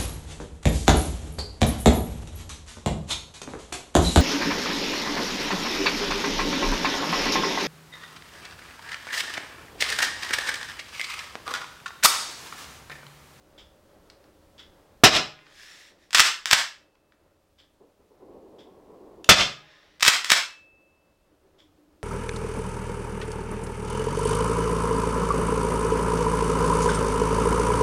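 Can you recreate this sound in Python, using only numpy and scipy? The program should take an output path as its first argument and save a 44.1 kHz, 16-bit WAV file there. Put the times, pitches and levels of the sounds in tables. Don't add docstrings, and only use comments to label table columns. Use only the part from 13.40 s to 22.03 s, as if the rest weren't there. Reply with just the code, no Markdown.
import sys
import numpy as np
from scipy import signal
from scipy.fft import rfft, irfft
from scipy.io import wavfile
from scipy.ndimage import uniform_filter1d

SR = 44100
rng = np.random.default_rng(int(sys.argv[2]) if len(sys.argv) > 2 else 0)


def attenuation_scalar(level_db):
    decades = np.asarray(level_db, float) / 20
    return 10 ** decades


def wav_out(sig):
    wavfile.write(sys.argv[1], SR, np.round(np.clip(np.atleast_2d(sig).T, -1, 1) * 32767).astype(np.int16))


N = 380583

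# f/Hz, level/dB per Hz
RUMBLE_SPECTRUM = [(8.8, -29), (15, 3), (27, -1.5), (59, -3.5), (86, -2.5), (123, -17), (250, -12.5),
                   (320, -33.5), (550, -120)]
ROOM_AIR_SPECTRUM = [(71, -43), (120, -8), (177, -5.5), (262, -11), (301, 2), (331, -3), (459, -4),
                     (481, -7), (545, 0.5), (689, -8.5), (1000, -12), (1290, -13.5), (2090, -21),
                     (2480, -30), (5000, -32), (6500, -62.5), (11000, -120)]
HISS_SPECTRUM = [(1180, -29), (2000, -8), (2490, -2), (3710, -4), (15100, -12), (16100, -8), (16500, -35.5)]
# f/Hz, t60/s
WALL_DECAY = [(100, 0.32), (260, 0.31), (700, .32), (1840, 0.33), (4850, 0.32), (12800, .26)]
# t/s, length/s, level/dB, f/Hz
DRONE_BURSTS = [
    (7.9, 0.048, -65.5, 302),
    (8.0, 0.18, -68, 380),
    (8.2, 0.16, -65, 308),
    (8.36, .27, -64, 305),
]
# f/Hz, level/dB per Hz
WHEEL_SPECTRUM = [(18, -46), (30, -14.5), (81, -19), (114, -13), (187, -7.5), (257, 2), (423, 6.5),
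                  (672, -4.5), (1030, -9), (1630, -36), (2500, -35), (3250, -64.5), (5500, -120)]
# t/s, level/dB
FLOOR_BUMPS = [
    (4.397, -46),
    (4.588, -54),
    (4.698, -51),
    (4.797, -47.5),
    (4.905, -52),
    (5.165, -60),
    (5.465, -52),
    (5.615, -48),
]
# t/s, peak level/dB
CLOCK_TICKS = [
    (0.1783, -49.5),
    (1.1797, -47),
    (4.1807, -54.5),
    (5.1844, -54.5),
    (8.182, -56),
]
# f/Hz, level/dB per Hz
CASE_SPECTRUM = [(400, -35), (1100, -10), (2000, -6.5), (2700, -9), (3350, 5.5), (4100, -12), (5200, -6.5),
                 (6200, -18.5), (7500, -17), (9500, -36), (16000, -34)]
# t/s, peak level/dB, brightness/dB per octave
GRIP_CREAKS = [
    (0.7, -41.5, 6),
    (0.841, -53.5, -1),
    (1.9898, -45, -5),
    (2.0663, -43.5, -3),
    (3.553, -54, -4),
    (3.7218, -52, -5.5),
    (6.3217, -55.5, -4.5),
]
# f/Hz, level/dB per Hz
SEAR_SPECTRUM = [(500, -29.5), (1400, -9), (2400, -12), (3500, 1), (4500, -10.5), (6500, -11.5),
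                 (10000, -19.5), (16000, -36)]
# t/s, level/dB
PALM_SLIDES = [
    [(1.97, -64), (2.122, -50.5), (2.202, -41), (2.4, -43), (2.504, -49), (2.542, -70), (2.628, -53.5),
     (2.7, -66)],
    [(6.2, -57.5), (6.31, -49), (6.36, -51.5), (6.59, -57.5)],
]
GRIP_TOP_HZ = [15000, 5400]
# f/Hz, level/dB per Hz
SKIN_SPECTRUM = [(410, -49), (700, -15), (1110, -9), (1840, -1.5), (2210, -3), (5510, -7.5), (14100, -25.5),
                 (15900, -21.5), (16500, -59.5)]
# t/s, peak level/dB, t60/s
METAL_STRIKES = [(2.707, -33.5, .014), (2.73, -17.5, 0.015), (2.737, -18, 0.0081), (2.7464, -7, 0.09),
                 (2.772, -7.5, .018), (2.783, -0.5, 0.0043), (2.795, -5, 0.021), (2.7961, 5, 0.0073),
                 (2.802, 3.5, .022), (3.057, -10, 0.0077), (3.1075, -13.5, 0.0048), (3.1113, -3.5, .015),
                 (3.1207, -10, 0.003), (3.1294, -.5, .025), (3.1329, -5, .018), (6.597, -38, 0.023),
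                 (6.6072, -24, 0.023), (6.625, -10.5, .024), (6.6292, -3, 0.015), (6.6497, -4.5, .022),
                 (6.664, 1, 0.0059), (6.674, -16, 0.017), (6.679, 3, 0.015), (6.683, -0.5, 0.019),
                 (6.8451, -16.5, 0.016), (6.898, -12, 0.0058), (6.902, -3.5, 0.016), (6.918, 4, 0.012)]
# f/Hz, level/dB per Hz
ACTION_SPECTRUM = [(120, -48.5), (250, -24.5), (600, -21), (1100, -9), (1700, -5.5), (4200, -5.5),
                   (6300, -9.5), (8300, -13.5), (9500, -20), (15500, -28.5), (16500, -44)]
# f/Hz, width/Hz, level/dB
SHELL_RESONANCES = [(1260, 150, 4), (1900, 300, 3.5), (2620, 300, 2), (3410, 600, 4), (5250, 700, 5.5),
                    (7600, 700, 5)]
# start t/s, stop t/s, moving level/dB, level at the stop/dB
RAIL_STROKES = [
    (2.74, 2.8, -25.5, -29),
    (3.082, 3.128, -32, -30),
    (6.609, 6.68, -27, -32),
    (6.865, 6.918, -29, -13),
]
# t/s, thump level/dB, frame level/dB
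END_STOPS = [
    (2.7966, -28, -30),
    (3.1294, -23.5, -14),
    (6.679, -27, -21.5),
    (6.9181, -27, -13),
]
# f/Hz, level/dB, t60/s
FRAME_MODES = [(600, -7.5, 0.028), (980, -3, 0.02), (1233, 0, 0.05), (1650, -1, .03)]
# t/s, f/Hz, level/dB, t60/s
SPRING_RINGS = [
    (2.796, 13430, -49, .5),
    (3.129, 13430, -44.5, 0.33),
    (3.129, 2622, -67, 2.4),
    (6.917, 2628, -39.5, 1.32),
    (6.919, 13430, -62, .4),
]
# t/s, level/dB, t60/s
BACKSTOP_HITS = [
    (1.731, -13, .12),
    (1.748, -14, .1),
    (1.762, -15, .08),
    (5.992, -20, .05),
    (6.006, -18, .05),
]
# t/s, blast level/dB, metal ring level/dB, bore level/dB
SHOTS = [
    (1.6354, 7, -43, 4),
    (5.8894, -1, -43.5, 2.5),
]
# f/Hz, level/dB per Hz
JET_SPECTRUM = [(35, -51), (60, -23.5), (173, -5), (246, -27), (432, -6.5), (534, -18), (629, -3),
                (1130, -6.5), (1430, -12), (1570, -3.5), (5100, -3.5), (13700, -31), (16500, -52.5)]
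# f/Hz, level/dB, t60/s
BORE_MODES = [(123, 1, 0.033), (268, 1, 0.029), (429, 2.5, 0.023), (688, -2.5, 0.14), (1270, -0.5, 0.066),
              (1371, -0.5, 0.07)]
# f/Hz, level/dB per Hz
BARREL_SPECTRUM = [(250, -30.5), (420, -3.5), (1200, 0), (2400, -4), (3600, -4), (5000, -25), (16000, -60)]
# f/Hz, level/dB, t60/s
MUZZLE_MODES = [(13430, -1.5, .54)]
# f/Hz, level/dB, t60/s
BOOM_MODES = [(129, 0, 0.63), (152, -3, 0.77)]
# t/s, depth/dB
DUCKS = [
    (1.64, 17),
    (2.75, 5),
    (2.798, 9),
    (3.131, 8),
    (5.895, 15),
    (6.632, 5),
    (6.682, 8),
    (6.904, 3),
    (6.921, 7),
]

BARREL_HZ = 207
SAG_DB, SAG_RECOVERY_DB_PER_S = 8.5, 2
DIVE_DB_PER_S, RECOVERY_DB_PER_S = 262, 255
ROLL_FROM_S, ROLL_TO_S = 4.79, 5.95


def evened(x):
    return x / np.sqrt(np.mean(x ** 2) + 1e-20)


def read(points, hz):
    f, value = np.transpose(points)
    return np.interp(np.log(hz + 1), np.log(f + 1), value)


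def add(mix, s, sound):
    part = mix[round(s * SR):][:len(sound)]
    part += sound[:len(part)]


def clock_of(seconds):
    return np.arange(round(seconds * SR)) / SR


def noise(n=N):
    return rng.standard_normal(n)


def colour(x, points, peaks=()):
    hz = abs(np.fft.fftfreq(8192, 1 / SR))
    bumps_db = sum(db / (1 + (2 * (hz - f) / width) ** 2) for f, width, db in peaks)
    log_gain = np.log(attenuation_scalar(np.maximum(read(points, hz) + bumps_db, -90)))
    taps = np.fft.ifft(np.exp(np.conj(signal.hilbert(log_gain)))).real[:4096]
    return signal.oaconvolve(x, taps / np.linalg.norm(taps))[:len(x)]


def rings(modes, seconds):
    t = clock_of(seconds)
    return sum(attenuation_scalar(db - 60 * t / t60) * np.sin(2 * np.pi * (hz * t + rng.random())) for hz, db, t60 in modes)


def curve(rows):
    s, db = np.transpose(rows)
    return np.interp(np.arange(N) / SR, s, db, -200, -200)


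def span(start, stop, rise, fall):
    return np.interp(np.arange(N) / SR, [start, start + rise, stop, stop + fall], [0, 1, 1, 0])


def flutter(seconds):
    return evened(uniform_filter1d(noise(), max(round(seconds * SR), 1)))


def levelled(burst):
    z = rfft(burst)
    smooth_power = abs(uniform_filter1d(abs(z) ** 2, size=25))
    flat = irfft(z / np.sqrt(smooth_power + 1e-20), len(burst))[:len(burst) // 2]
    return flat * np.linalg.norm(burst) / np.linalg.norm(flat)


def sag_db():
    t, depth_db = np.arange(N) / SR, np.zeros(N)
    for s, _ in DUCKS:
        depth_db = np.maximum(depth_db, (t > s) * (SAG_DB - SAG_RECOVERY_DB_PER_S * (t - s)))
    return -depth_db


def air():
    t = np.arange(N) / SR
    linger = sum((t > s) * attenuation_scalar(-58 - 60 * (t - s) / 6) for s, *_ in SHOTS)
    layers = [(RUMBLE_SPECTRUM, attenuation_scalar(-61), 2.0, 1.2),
              (ROOM_AIR_SPECTRUM, attenuation_scalar(-59.5) + linger, 1.5, 1.3),
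              (HISS_SPECTRUM, attenuation_scalar(-70), 0.3, 1.05)]
    out = np.zeros(N)
    for spectrum, level, drift_db, share in layers:
        gain = attenuation_scalar(share * sag_db() + drift_db * flutter(0.087))
        out += colour(noise(), spectrum) * level * gain
    return out


def room(x):
    out, at = np.zeros(N), np.arange(100, SR - 10, 10)
    for k in range(3):
        taps = np.zeros(SR)
        build_up = np.minimum(at / (0.01 * SR), 1)
        taps[at + rng.integers(0, 10, len(at))] = rng.choice([-1., 1.], len(at)) * build_up
        hz, t, z = signal.stft(taps, SR, nperseg=256)
        decay = attenuation_scalar(-60 * t / read(WALL_DECAY, hz)[:, None])
        tail = signal.istft(z * decay, SR, nperseg=256)[1]
        share = np.sqrt(2 / 3) * np.cos(np.pi * (np.arange(N) * 120 / SR + k / 3))
        out += signal.oaconvolve(x * share, tail / np.linalg.norm(tail))[:N]
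    return out


def drone():
    t, ease_s = np.arange(N) / SR, 0.028
    slow = signal.lfilter([1], [1, -np.exp(-np.pi * 14 / SR)], noise() + 1j * noise())
    slow = slow / np.sqrt(np.mean(slow.real ** 2))
    out = np.zeros(N)
    for s, length, db, hz in DRONE_BURSTS:
        tone = (slow * np.exp(2j * np.pi * hz * t)).real
        out += attenuation_scalar(db) * span(s, s + length, ease_s, ease_s) * tone
    return out


def roll():
    level, t = attenuation_scalar(-49) * span(ROLL_FROM_S, ROLL_TO_S, 0.096, 0.3), clock_of(0.5)
    for s, db in FLOOR_BUMPS:
        add(level, s, attenuation_scalar(db - 60 * t / 0.29) * np.minimum(t / 0.014, 1))
    sag = sag_db()
    after_db = np.minimum(sag - sag[round(ROLL_FROM_S * SR)], 0)
    knocks = noise() * level * attenuation_scalar(2.5 * flutter(0.016) + 1.1 * after_db - 5.5)
    return colour(knocks, WHEEL_SPECTRUM)


def clock():
    out, t = np.zeros(N), np.arange(SR // 8) / SR
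    shape = np.minimum(0.4 + t / 0.03, 1) * attenuation_scalar(-60 * np.maximum(t - 0.022, 0) / 0.08)
    for s, peak_db in CLOCK_TICKS:
        add(out, s, attenuation_scalar(peak_db) * shape * noise(len(t)))
    return colour(out * attenuation_scalar(2.0 * flutter(0.0031)), CASE_SPECTRUM)


def creaks():
    out, t = np.zeros(N), clock_of(0.02)
    for s, peak_db, tilt_db in GRIP_CREAKS:
        snap = attenuation_scalar(peak_db - 0.5 - 60 * t / 0.021) * noise(len(t))
        spectrum = [(300, -36), (1300, 8), (5200, 2 * tilt_db), (16000, 4 * tilt_db - 47)]
        add(out, s, colour(snap, spectrum))
    return out


def trigger():
    out, t = np.zeros(N), np.arange(SR // 30) / SR
    level_db = -35 - 60 * np.maximum(t - 0.003, 0) / 0.012
    add(out, 5.8433, attenuation_scalar(level_db) * np.sign(noise(len(t))))
    return colour(out, SEAR_SPECTRUM)


def palm():
    hiss, out = colour(noise(), SKIN_SPECTRUM), np.zeros(N)
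    r = np.exp(-np.pi * 190 / SR)
    for rows, top_hz, tube_hz in zip(PALM_SLIDES, GRIP_TOP_HZ, [1700, 1780]):
        slid_s = np.clip(np.arange(N) / SR - rows[1][0] - 0.05, 0, 0.22)
        turns = np.cumsum(tube_hz + 700 * slid_s) / SR
        tube = hiss.copy()
        for k, db in enumerate([7, 5.6, 8.3, 4.6]):
            turn = np.exp(2j * np.pi * (k + 1) * turns)
            tube += attenuation_scalar(db) * (turn * signal.lfilter([1 - r], [1, -r], hiss / turn)).real
        tube = signal.lfilter(*signal.butter(3, min(top_hz, 20000), fs=SR), tube)
        out += evened(tube) * attenuation_scalar(curve(rows) - 8.5)
    return out * attenuation_scalar(1.2 * flutter(0.0025))


def springs():
    out = np.zeros(N)
    for s, *mode in SPRING_RINGS:
        add(out, s, rings([mode], 2.5))
    return out


def thumps():
    out, t = np.zeros(N), clock_of(0.1)
    swing = np.sin(2 * np.pi * 150 * t) * np.exp(-t / 0.0033)
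    for s, thump_db, _ in END_STOPS:
        add(out, s, attenuation_scalar(thump_db) * swing)
    return out


def frame():
    out = np.zeros(N)
    for s, _, frame_db in END_STOPS:
        add(out, s, attenuation_scalar(frame_db) * rings(FRAME_MODES, 0.1))
    return out


def strikes():
    out, t = np.zeros(N), clock_of(0.1)
    dulling, hard = signal.butter(2, 3000, fs=SR), 0.87
    for s, peak_db, t60 in METAL_STRIKES:
        grit = np.sign(noise(len(t)))
        grit[14] = 4
        shape = attenuation_scalar(peak_db - 60 * t / t60) * np.minimum(t / 0.00045, 1)
        burst = levelled(shape * grit)
        dull = attenuation_scalar(7.5) * signal.lfilter(*dulling, burst)
        add(out, s, hard * burst + (1 - hard) * dull)
    return out


def rails():
    out, grind = np.zeros(N), noise() * attenuation_scalar(0.83 * flutter(0.0022))
    rise_s, fall_s, edge_db = 0.041, 0.009, -22
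    for start, stop, moving_db, stop_db in RAIL_STROKES:
        stroke = [(start, moving_db + edge_db), (start + rise_s, moving_db),
                  (stop, stop_db), (stop + fall_s, stop_db + edge_db)]
        out += grind * attenuation_scalar(curve(stroke))
    return out


def action():
    return colour(strikes() + rails(), ACTION_SPECTRUM, SHELL_RESONANCES)


def backstop():
    out, t = np.zeros(N), clock_of(0.1)
    for s, db, t60 in BACKSTOP_HITS:
        add(out, s, attenuation_scalar(db - 60 * t / t60) * np.minimum(t / 0.002, 1) * noise(len(t)))
    return colour(out, JET_SPECTRUM, [(3370, 1500, 7.4)])


def pipe_peaks(width_hz, db):
    return [(k * BARREL_HZ, width_hz, db) for k in range(2, 21)]


def barrel():
    hum, rim, t = np.zeros(N), np.zeros(N), clock_of(2)
    for s, _, ring_db, _ in SHOTS:
        add(hum, s, attenuation_scalar(ring_db + 1 - 60 * t / 1.3) * noise(len(t)))
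        add(rim, s, attenuation_scalar(ring_db - 1.5) * rings(MUZZLE_MODES, 1.5))
        add(rim, s, attenuation_scalar(-32.5) * rings(BOOM_MODES, 1.5))
    return colour(hum, BARREL_SPECTRUM, pipe_peaks(40, 26)) + rim


def shots():
    blast, jet, t = np.zeros(N), np.zeros(N), clock_of(0.5)
    valve_open_s = 0.02
    for s, blast_db, _, bore_db in SHOTS:
        u = t / 0.0007
        add(blast, s + 0.0028, attenuation_scalar(blast_db) * (1 - u) * np.exp(-u))
        add(blast, s + 0.001, attenuation_scalar(bore_db) * rings(BORE_MODES, 0.3))
        flow_db = 8.5 - 150 * t - 60 * np.maximum(t - valve_open_s, 0) / 0.03
        add(jet, s, attenuation_scalar(flow_db) * np.minimum(t / 0.0029, 1) ** 3 * noise(len(t)))
    jet_peaks = [(3360, 580, 4.5), (5250, 720, 5.5), (7500, 1500, 4)]
    return blast + colour(jet, JET_SPECTRUM, jet_peaks + pipe_peaks(70, 6))


def scene():
    shot, ball = shots(), backstop()
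    metal = action() + frame()
    hand = palm() + creaks() + trigger()
    tick, far = clock(), roll()
    wet = attenuation_scalar(-5.5) * shot + attenuation_scalar(-36.5) * ball + attenuation_scalar(-1) * metal
    wet += attenuation_scalar(-6.5) * hand + attenuation_scalar(-3) * tick + attenuation_scalar(-2.5) * far
    near = attenuation_scalar(-8.5) * shot + ball + metal + thumps() + attenuation_scalar(-0.5) * (hand + tick + far)
    return (near + room(wet) + barrel() + springs() + drone() + air())[None]


def low_pass(x):
    return signal.sosfilt(signal.butter(12, 16960, fs=SR, output="sos"), x)


def record(dry):
    t, duck_db = np.arange(N) / SR, np.zeros(N)
    for s, depth_db in DUCKS:
        dive_s, recovery_s = depth_db / DIVE_DB_PER_S, depth_db / RECOVERY_DB_PER_S
        times = [0, 0.25 * dive_s, dive_s, dive_s + recovery_s]
        duck_db += np.interp(t - s, times, [0, 0.45 * depth_db, depth_db, 0])
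    ceiling = 0.69 * attenuation_scalar(-0.1 * duck_db)
    low_cut = signal.butter(1, 35, "high", fs=SR)
    x = signal.lfilter(*low_cut, dry) * attenuation_scalar(-duck_db) / ceiling
    clipped = ceiling * x / (1 + abs(x) ** 10) ** (1 / 10)
    edge = signal.firwin(301, 16100, window=("kaiser", 9), fs=SR)
    mix = signal.oaconvolve(clipped, edge[None], "same")
    return low_pass(mix)


dry = scene()
out = record(dry)
wav_out(out)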